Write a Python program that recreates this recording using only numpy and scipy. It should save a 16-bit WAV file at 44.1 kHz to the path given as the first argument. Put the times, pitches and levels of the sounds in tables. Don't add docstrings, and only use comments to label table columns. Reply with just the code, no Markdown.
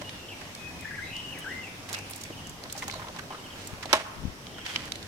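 import sys
import numpy as np
from scipy import signal
from scipy.fft import rfft, irfft
from scipy.io import wavfile
from scipy.ndimage import uniform_filter1d

SR = 44100
rng = np.random.default_rng(int(sys.argv[2]) if len(sys.argv) > 2 else 0)


def generate_wav(signal):
    frames = np.transpose(np.atleast_2d(signal))
    scaled = np.clip(frames, -1, 1) * 32767
    pcm = np.round(scaled).astype(np.int16)
    wavfile.write(sys.argv[1], SR, pcm)


N = 223719
LAG = 7


def amp(db):
    return 10 ** (np.asarray(db) / 20)


def unit(x):
    return x / np.sqrt(np.mean(x ** 2) + 1e-20)


def read(points, hz):
    f, value = np.transpose(points)
    return np.interp(np.log(hz + 1), np.log(f + 1), value)


def colour(x, points):
    n = x.shape[-1]
    return irfft(rfft(x) * amp(read(points, np.fft.rfftfreq(n, 1 / SR))), n)


def band(x, centre_hz, spread):
    n = x.shape[-1]
    hz = np.fft.rfftfreq(n, 1 / SR) + 1
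    bell = np.exp(-.5 * (np.log2(hz / centre_hz) / spread) ** 2)
    return unit(irfft(rfft(x) * bell / hz ** (1 / 4), n))


def fade(t, t60):
    return np.exp(-np.log(1000) * t / np.maximum(t60, 1e-3))


def add(mix, s, sound):
    part = mix[..., round(s * SR):][..., :sound.shape[-1]]
    part += sound[..., :part.shape[-1]]


def hush(level_db=-43.5, patchy_db=1.5, swell_db=0.2, lean_db=0.5):
    # (frequency [Hz], relative level [dB])
    spectrum = [(15, -52), (25, -12.5), (97, -0.5), (170, -2.5), (263, -3), (439, -9.5), (560, -8.5),
                (1000, -12), (1370, -14), (2280, -14), (2910, -15), (4030, -17.5), (5570, -20),
                (14800, -32.5), (16000, -39)]
    # (time [s], gain [dB])
    upper_drift = [(0, 2), (.7, 1.5), (1.3, 2), (2.1, 1.5), (2.55, 1), (3.6, 1), (4.3, -0.5), (5.05, 1)]
    # (frequency [Hz], coherence [-1 to 1])
    likeness = [(60, 0.59), (120, 0.98), (240, 0.88), (480, 0.74), (950, 0.28), (1900, -0.2), (3800, -0.12),
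                (7500, 0.064)]
    frames, hz = N // 256 + 5, np.fft.rfftfreq(1024, 1 / SR)
    left_re, left_im, other_re, other_im, patches = rng.standard_normal((frames, 513, 5)).T
    patches = unit(uniform_filter1d(uniform_filter1d(patches, size=12, axis=0), size=14, axis=1))
    swell = unit(uniform_filter1d(rng.standard_normal(frames), size=30))
    upper_share = np.minimum(hz / 1000, 1)[:, None]
    drift_db = upper_share * np.interp(np.arange(frames) * 256 / SR, *np.transpose(upper_drift))
    same = np.clip(read(likeness, hz), -1, 1)[:, None]
    left = left_re + 1j * left_im
    right = same * left + np.sqrt(1 - same ** 2) * (other_re + 1j * other_im)
    lean = read([(500, lean_db), (2000, -lean_db)], hz)[:, None]
    db = read(spectrum, hz)[:, None] + drift_db + patchy_db * patches + swell_db * swell
    spectra = np.array([left * amp(db + lean), right * amp(db - lean)])
    air = signal.istft(spectra, nperseg=1024, noverlap=768)[1][:, :N]
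    return amp(level_db) * unit(air)


def hum(level_db=-57, pitch_hz=100):
    return amp(level_db) * band(rng.standard_normal(N), pitch_hz, spread=0.018)


def insects(level_db=-60, pitch_hz=5550):
    return amp(level_db) * band(rng.standard_normal((2, N)), pitch_hz, spread=0.16)


def tick(db, centre_hz, t60, ring_db=-2, rise_s=0.00018):
    t = np.arange(4096) / SR
    crack = band(rng.standard_normal((2, len(t))), centre_hz, spread=0.77)
    ring = band(rng.standard_normal((2, len(t))), centre_hz, spread=0.19)
    envelope = (1 - np.exp(-t / rise_s)) * fade(t, t60)
    return amp(db) * unit(crack + amp(ring_db) * ring) * envelope


def crumbs(length, pitch_hz, per_s=700, t60=0.029, scatter_octaves=0.541, scatter_db=3):
    t = np.arange(2048) / SR
    out = np.zeros((2, round(length * SR) + len(t)))
    for s in np.arange(0, length, 1 / per_s):
        size, strength, late, side = rng.standard_normal(4)
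        phase = 2 * np.pi * pitch_hz * 2 ** (size * scatter_octaves) * t
        ring = np.sin([phase + side, phase]) * fade(t, t60)
        add(out, s + abs(late) / per_s, amp(strength * scatter_db) * ring)
    return out * np.sqrt(length * SR) / np.linalg.norm(out[1])


def grains(per_s, uneven_db):
    sizes = amp(uneven_db * np.minimum(rng.exponential(1, SR), 4))
    struck = rng.random(SR) < per_s / SR
    return sizes * struck * rng.standard_normal((2, SR))


def stroke(length, db, centre_hz, spread, taper):
    press = signal.windows.tukey(round(length * SR), taper)
    per_s = read([(1000, 1800), (2500, 5900)], centre_hz)
    grit = band(grains(per_s, uneven_db=2.0), centre_hz, spread)[:, :len(press)]
    return amp(db) * unit(grit) * press


def footfalls(crumb_db=-3.5, grit_db=-3, grit_octaves_up=0.97):
    # (time [s], tap level [dB], pitch [Hz], scuff level [dB], scuff length [s])
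    steps = [(0.013, -37, 1500, -35, 0.01), (0.412, -36, 1570, -39.5, 0.0062),
             (2.301, -29.5, 392, -40, 0.0071), (2.654, -38, 955, -44, 0.013),
             (2.751, -37.5, 810, -46.5, 0.026), (2.822, -27.5, 2100, -37, 0.011),
             (2.825, -29, 1040, -42, 0.017), (2.878, -32, 976.6, -37, 0.0089),
             (2.936, -33.5, 1100, -41.5, 0.01), (2.952, -37, 700, -46, .022),
             (2.994, -34.5, 1200, -43, 0.0134), (3.017, -32, 1100, -43.5, .016),
             (3.042, -37, 900, -47, .008), (3.069, -33.5, 1000, -41, 0.007), (3.081, -34, 1200, -46, .008),
             (3.091, -33, 690, -52, .008), (3.146, -39, 920, -49, .01), (3.161, -35, 1100, -41, 0.014),
             (3.187, -29.5, 1735, -36, 0.0098), (3.305, -32.5, 950, -43, 0.01),
             (3.322, -34, 1100, -42.5, .018), (3.346, -32, 1220, -49, 0.012),
             (3.826, -39, 1490, -36, 0.015), (3.856, -33.5, 635, -54, 0.0079),
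             (4.581, -37.5, 1490, -43, 0.014)]
    out = np.zeros((2, N))
    for s, tap_db, pitch_hz, scuff_db, length in steps:
        grit_hz = pitch_hz * 2 ** grit_octaves_up
        add(out, s, tick(tap_db, pitch_hz, t60=0.052, ring_db=5, rise_s=0.0014))
        add(out, s, amp(scuff_db + crumb_db) * crumbs(length, pitch_hz))
        add(out, s, stroke(length, scuff_db + grit_db, grit_hz, spread=0.99, taper=0.11))
    return out


def from_right(pair):
    # (frequency [Hz], coherence [0 to 1])
    likeness = [(400, 0.99), (900, 0.95), (2000, 0.12), (10000, 0.15)]
    # (frequency [Hz], gain [dB])
    shade = [(400, -1.5), (1000, 0), (2000, -1.5), (4000, -7), (10000, -3)]
    hz = np.fft.rfftfreq(N, 1 / SR)
    scatter, direct = rfft(pair)
    same = np.clip(read(likeness, hz), 0, 1)
    delayed = direct * np.exp(-2j * np.pi * hz * LAG / SR)
    left = same * delayed + np.sqrt(1 - same ** 2) * scatter
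    return np.array([irfft(left * amp(read(shade, hz)), N), pair[1]])


def hollow():
    # (frequency [Hz], relative level [dB], t60 [s])
    modes = [(300, -22, 0.17), (377.6, -9.5, 0.029), (585, -9, 0.05), (640, -6.5, 0.19), (840, -7.5, 0.1),
             (927, -8, 0.056), (1064, -3, 0.08), (1240, -17, 0.074), (1405, -16, 0.08), (1680, -18, 0.18),
             (2097, -16, 0.13), (2530, -19, 0.14), (2925, -21, 0.15), (3060, -8, 0.046)]
    t = np.arange(16384) / SR
    return sum(amp(db) * np.sin(2 * np.pi * hz * t) * fade(t, t60) for hz, db, t60 in modes)


def whistle(times, hz, db, rasp, flutter_db=2.5, flutter_hz=24.6):
    t = np.arange(times[0], times[-1], 1 / SR)
    quaver = band(rng.standard_normal(SR), centre_hz=135, spread=0.89)[:len(t)]
    flutter = amp(flutter_db * band(rng.standard_normal(SR), flutter_hz, spread=0.57)[:len(t)])
    cycles = np.cumsum(np.interp(t, times, hz) * (1 + rasp * quaver)) / SR
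    edges = np.clip(np.minimum(t - times[0], times[-1] - t) / 0.002, 0, 1)
    return amp(np.interp(t, times, db)) * edges * unit(flutter * np.sin(2 * np.pi * cycles))


def note(length, db, from_hz, to_hz, rasp, rise_share=0.31, fall_share=0.14, edge_db=-2):
    progress = np.linspace(0, 1, 40)
    edge = np.interp(progress, [0, rise_share, 1 - fall_share, 1], [1, 0, 0, 1])
    return whistle(length * progress, from_hz + (to_hz - from_hz) * progress, db + edge_db * edge, rasp)


def swelling_note(length=0.135, db=-41, pitch_hz=2520, rise_share=0.76, edge_db=-12):
    times = length * np.array([0, rise_share, 1])
    return whistle(times, np.full(3, pitch_hz), [db + edge_db, db, db + edge_db], rasp=0.008)


def warble(length=0.185, db=-36.5, pitch_hz=1830, swing_hz=205, swings_per_s=14):
    t = np.arange(0, length, 1 / SR)
    swing = -np.cos(2 * np.pi * swings_per_s * t)
    turn_db = swing - 3 * (1 - swing ** 2)
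    growth_db = 1.5 * (t / length - .5)
    return whistle(t, pitch_hz + swing_hz * swing, db + turn_db + growth_db, rasp=0.042)


def whistling_bird():
    # (start [s], length [s], relative level [dB], from [Hz], to [Hz], rasp [share of pitch])
    notes = [(0.042, 0.056, -43.5, 2863, 2917, 0.013), (0.111, 0.17, -49.5, 2854, 2734, 0.028),
             (0.282, 0.065, -40.5, 3150, 2390, 0.053), (.733, 0.02, -46.5, 2530, 2490, 0.037),
             (0.79, 0.026, -43, 2430, 2520, 0.025), (0.824, .035, -47, 2456, 2416, .02),
             (.812, .025, -43.5, 2290, 1980, 0.043), (.845, 0.037, -37.5, 1773, 1794, .012),
             (1.022, 0.022, -34, 2110, 2110, 0.013), (1.057, 0.056, -48, 2110, 2103, 0.023),
             (1.034, 0.075, -48.5, 3830, 3980, 0.022), (1.068, 0.075, -43.5, 2520, 2630, 0.055),
             (1.124, 0.044, -38, 2750, 2960, 0.056), (1.153, 0.052, -35, 2860, 2955, 0.036),
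             (1.21, .06, -42, 2940, 2880, .025), (1.271, 0.078, -40.5, 2876, 2795, 0.036),
             (1.327, .055, -41.5, 2740, 1786, 0.034), (1.442, 0.019, -37.5, 1697, 1394, 0.062),
             (1.461, 0.026, -32, 1448, 1690, .008), (1.49, 0.044, -34, 1765, 2092, .028),
             (1.541, 0.077, -39.5, 2079, 2057, 0.015), (1.616, 0.07, -40.5, 2970, 2300, 0.038),
             (1.949, 0.046, -39.5, 2810, 2390, 0.06), (2.052, 0.063, -50, 2936, 2410, 0.085)]
    song = np.zeros(N)
    for start, *shape in notes:
        add(song, start, note(*shape))
    add(song, 0.575, swelling_note())
    add(song, 0.849, warble())
    return np.array([song, amp(-3) * np.roll(song, 2)])


def foliage(x, t60=0.14):
    t = np.arange(4096) / SR
    taps = rng.standard_normal((2, len(t))) * fade(t, t60)
    taps /= np.linalg.norm(taps, axis=1, keepdims=True)
    return signal.oaconvolve(x, taps, axes=1)[:, :N]


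def trees(x, echoes_per_s=2500):
    # (frequency [Hz], t60 [s])
    decay = [(200, 0.98), (1000, 0.23), (2500, 0.78), (6000, 0.62), (14000, 0.5)]
    taps = rng.standard_normal((2, SR)) * (rng.random((2, SR)) < echoes_per_s / SR)
    taps[:, :SR // 125] = 0
    hz, t, spectra = signal.stft(taps, SR, nperseg=256)
    tail = signal.istft(spectra * fade(t, read(decay, hz)[:, None]), SR, nperseg=256)[1]
    tail /= np.linalg.norm(tail, axis=1, keepdims=True)
    return signal.fftconvolve(x, tail, axes=1)[:, :N]


def twig_snaps(gain_db=0.55):
    # (time [s], relative level [dB], centre [Hz], t60 [s])
    snaps = [(.093, -28.5, 3240, 0.025), (0.5506, -27.5, 4970, 0.011), (.809, -39, 8260, .03),
             (1.166, -29, 4730, 0.012), (1.387, -40, 9450, 0.09), (1.9175, -38, 5830, 0.015),
             (1.9872, -31.5, 6100, 0.02), (2.099, -36, 9600, 0.03), (2.109, -33, 9600, .045),
             (2.135, -28.5, 5100, 0.013), (2.160, -33.5, 7900, 0.04), (2.213, -36, 7000, .04),
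             (2.2362, -29, 6070, 0.024), (2.251, -37, 2417, 0.035), (2.638, -27, 4900, 0.011),
             (2.698, -37.5, 3890, 0.085), (2.725, -23, 7480, 0.02), (2.777, -33.5, 5870, 0.12),
             (2.8803, -23, 7000, 0.015), (2.898, -25, 2250, 0.019), (2.912, -28.5, 4070, 0.021),
             (2.925, -31, 4280, 0.014), (2.941, -31, 3800, .016), (3.085, -34, 3504, 0.014),
             (3.163, -35.5, 4500, .02), (3.191, -39, 3873, .02), (3.673, -30, 7750, 0.025),
             (3.829, -31.5, 4000, 0.038), (3.856, -29, 3860, 0.026), (4.468, -29, 3140, 0.015),
             (4.6635, -22, 2860, 0.025), (4.759, -21, 2930, 0.031), (4.761, -10, 2680, 0.009),
             (4.854, -38, 7000, .02), (4.9202, -15.5, 3900, 0.013), (4.956, -26, 3800, 0.016),
             (5.028, -31, 3920, 0.017)]
    out = np.zeros((2, N))
    for s, db, centre_hz, t60 in snaps:
        add(out, s, tick(db + gain_db, centre_hz, t60))
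    return out


def far_wall(x, delay_s=0.11, centre_hz=1200, t60=0.88):
    t = np.arange(SR // 2) / SR
    taps = band(rng.standard_normal((2, len(t))), centre_hz, spread=0.58) * fade(t, t60)
    out = np.zeros((2, N))
    add(out, delay_s, signal.fftconvolve(x, taps / np.linalg.norm(taps[0]), axes=1))
    return out


def chipping_bird(length=0.036, fall_hz=450):
    # (start [s], relative level [dB], starting pitch [Hz])
    chips = [(1.409, -45, 3225), (1.496, -46, 3140), (2.307, -48, 3180), (2.372, -47.5, 3160),
             (2.441, -48.5, 3220), (3.3, -52, 3182), (3.37, -52.5, 3220), (3.437, -46.5, 3230),
             (3.503, -46, 3280), (4.44, -59, 3166), (4.473, -54, 3250), (4.507, -56, 3160),
             (4.54, -49.5, 3340), (4.574, -48, 3210), (4.608, -48, 3285), (4.645, -45, 3340),
             (4.682, -44, 3500), (4.714, -49, 3390)]
    calls = np.zeros(N)
    for s, db, from_hz in chips:
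        add(calls, s, note(length, db, from_hz, from_hz - fall_hz, rasp=0.028))
    return np.array([calls, calls])


def litter_rustles():
    # (start [s], end [s], level [dB], centre [Hz], spread [octaves])
    rustles = [(1.887, 1.901, -35.5, 3740, 1.06), (1.891, 2.004, -40.5, 1580, 1.5),
               (1.927, 1.938, -31.5, 6300, 0.71), (1.94, 1.952, -28, 3300, 0.95),
               (2.037, 2.308, -50.5, 3270, 1.2), (2.741, 3.09, -48, 900, 2.15),
               (2.9, 2.978, -43.5, 4050, 0.11), (3.298, 3.43, -49, 550, 1.06),
               (3.481, 3.923, -48.5, 651, 2.3), (3.565, 3.693, -46.5, 3700, 0.89),
               (3.881, 4.031, -37.5, 1820, 1.09), (4.641, 4.779, -37, 2540, 1.08),
               (4.754, 4.9, -42.5, 2100, 1.16)]
    out = np.zeros((2, N))
    for start, end, db, centre_hz, spread in rustles:
        add(out, start, stroke(end - start, db, centre_hz, spread, taper=0.28))
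    return out


def leaf_crackles(per_s=45, centre_hz=5760, scatter_db=1.5, scatter_octaves=0.57):
    # (start [s], end [s], level [dB])
    spells = [(2.111, 2.26, -41), (2.463, 2.5, -35), (2.757, 2.95, -38.5)]
    out = np.zeros((2, N))
    for start, end, db in spells:
        for slot in np.arange(start, end, 1 / per_s):
            late, strength, smallness = rng.uniform(-1, 1, 3)
            hz = centre_hz * 2 ** (smallness * scatter_octaves)
            add(out, slot + .5 * late / per_s, tick(db + strength * scatter_db, hz, t60=0.034))
    return out


def bumps(right_db=-15, shudder_db=-22, shudder_hz=65, shudder_s=0.064):
    # (time [s], peak level [dB], pitch [Hz])
    swings = [(3.735, -27.5, 94.9), (4.239, -25, 121.3), (4.251, -28, 48), (4.254, -16.5, 136),
              (4.2811, -23, 83)]
    out, t = np.zeros(N), np.arange(-4096, 4096) / SR
    envelope = np.exp(-.5 * (t / shudder_s) ** 2)
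    for s, db, hz in swings:
        phase = 2 * np.pi * hz * t
        swing = phase * np.exp((1 - phase ** 2) / 2)
        shudder = band(rng.standard_normal(len(t)), shudder_hz, spread=1.46) * envelope
        add(out, s + t[0], amp(db) * (swing + amp(shudder_db) * shudder))
    return np.array([out, amp(right_db) * out])


def knock(bite_s=0.00035, push_hz=805, push_db=-7.5, click_db=-1, crack_db=-4, ring_db=-5, grit_db=-30):
    # (time [s], edge level [dB], body level [dB])
    contacts = [(3.9296, -3.5, -18), (3.9353, -23, -8.5), (3.9401, -32, -26), (3.9517, -21, -27),
                (3.9575, -28, -28), (3.966, -26, -27), (3.9705, -29, -34), (3.997, -36, -33),
                (4.008, -37, -34)]
    # (frequency [Hz], relative level [dB])
    crack_spectrum = [(150, -45), (240, -14), (350, -2), (470, -16), (600, 2), (850, 6), (1300, 5.5),
                      (2000, 1), (4000, 3), (7000, -7.5), (10000, -8), (12000, -11), (16000, -24)]
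    cracks, body, ring = np.zeros((2, N)), np.zeros(N), hollow()
    t = np.arange(len(ring)) / SR
    bite = 1 - np.exp(-t / bite_s)
    push = amp(push_db) * np.sin(2 * np.pi * push_hz * t) * (t < 1 / push_hz)
    for s, edge_db, body_db in contacts:
        click = band(rng.standard_normal((2, len(t))), centre_hz=4000, spread=1.0) * fade(t, t60=0.0085)
        crack = unit(colour(rng.standard_normal((2, len(t))), crack_spectrum)) * fade(t, t60=0.047)
        add(cracks, s, amp(edge_db) * (amp(click_db) * click + amp(crack_db) * crack * bite))
        add(body, s, amp(body_db) * (amp(ring_db) * ring * bite + push))
    flat_s = contacts[1][0]
    grind = band(grains(per_s=5200, uneven_db=2.5), centre_hz=1400, spread=1.6)[:, :len(t)]
    add(cracks, flat_s, amp(grit_db) * grind * fade(t, t60=0.39))
    pair = from_right(cracks) + np.array([amp(-1) * np.roll(body, LAG), body])
    radiation = signal.butter(2, [242, 10600], "bandpass", fs=SR, output="sos")
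    return signal.sosfilt(radiation, pair)


def distant_birds(direct_db=-3, scatter_db=-6, song_echo_db=-5.5, chip_echo_db=-5):
    song, chips = whistling_bird(), chipping_bird()
    direct = amp(direct_db) * (song + chips)
    scattered = amp(scatter_db) * foliage(direct)
    return direct + scattered + trees(amp(song_echo_db) * song + amp(chip_echo_db) * chips)


def scene(hollow_db=-22, monkey_echo_db=-15, knock_echo_db=-26.5, wall_db=-30):
    monkeys = from_right(twig_snaps() + leaf_crackles() + footfalls() + litter_rustles())
    hit, ring = knock(), hollow()
    stirred = signal.oaconvolve(monkeys, ring[None] / np.linalg.norm(ring), axes=1)[:, :N]
    monkeys += amp(hollow_db) * stirred
    echoes = trees(amp(monkey_echo_db) * monkeys + amp(knock_echo_db) * hit)
    echoes += amp(wall_db) * far_wall(monkeys + hit)
    return hush() + hum() + insects() + distant_birds() + bumps() + monkeys + hit + echoes


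def record(dry):
    lowpass = signal.firwin(511, 16200, window=("kaiser", 9), fs=SR)
    return signal.oaconvolve(np.tanh(dry), lowpass[None], "same")


dry = scene()
out = record(dry)
generate_wav(out)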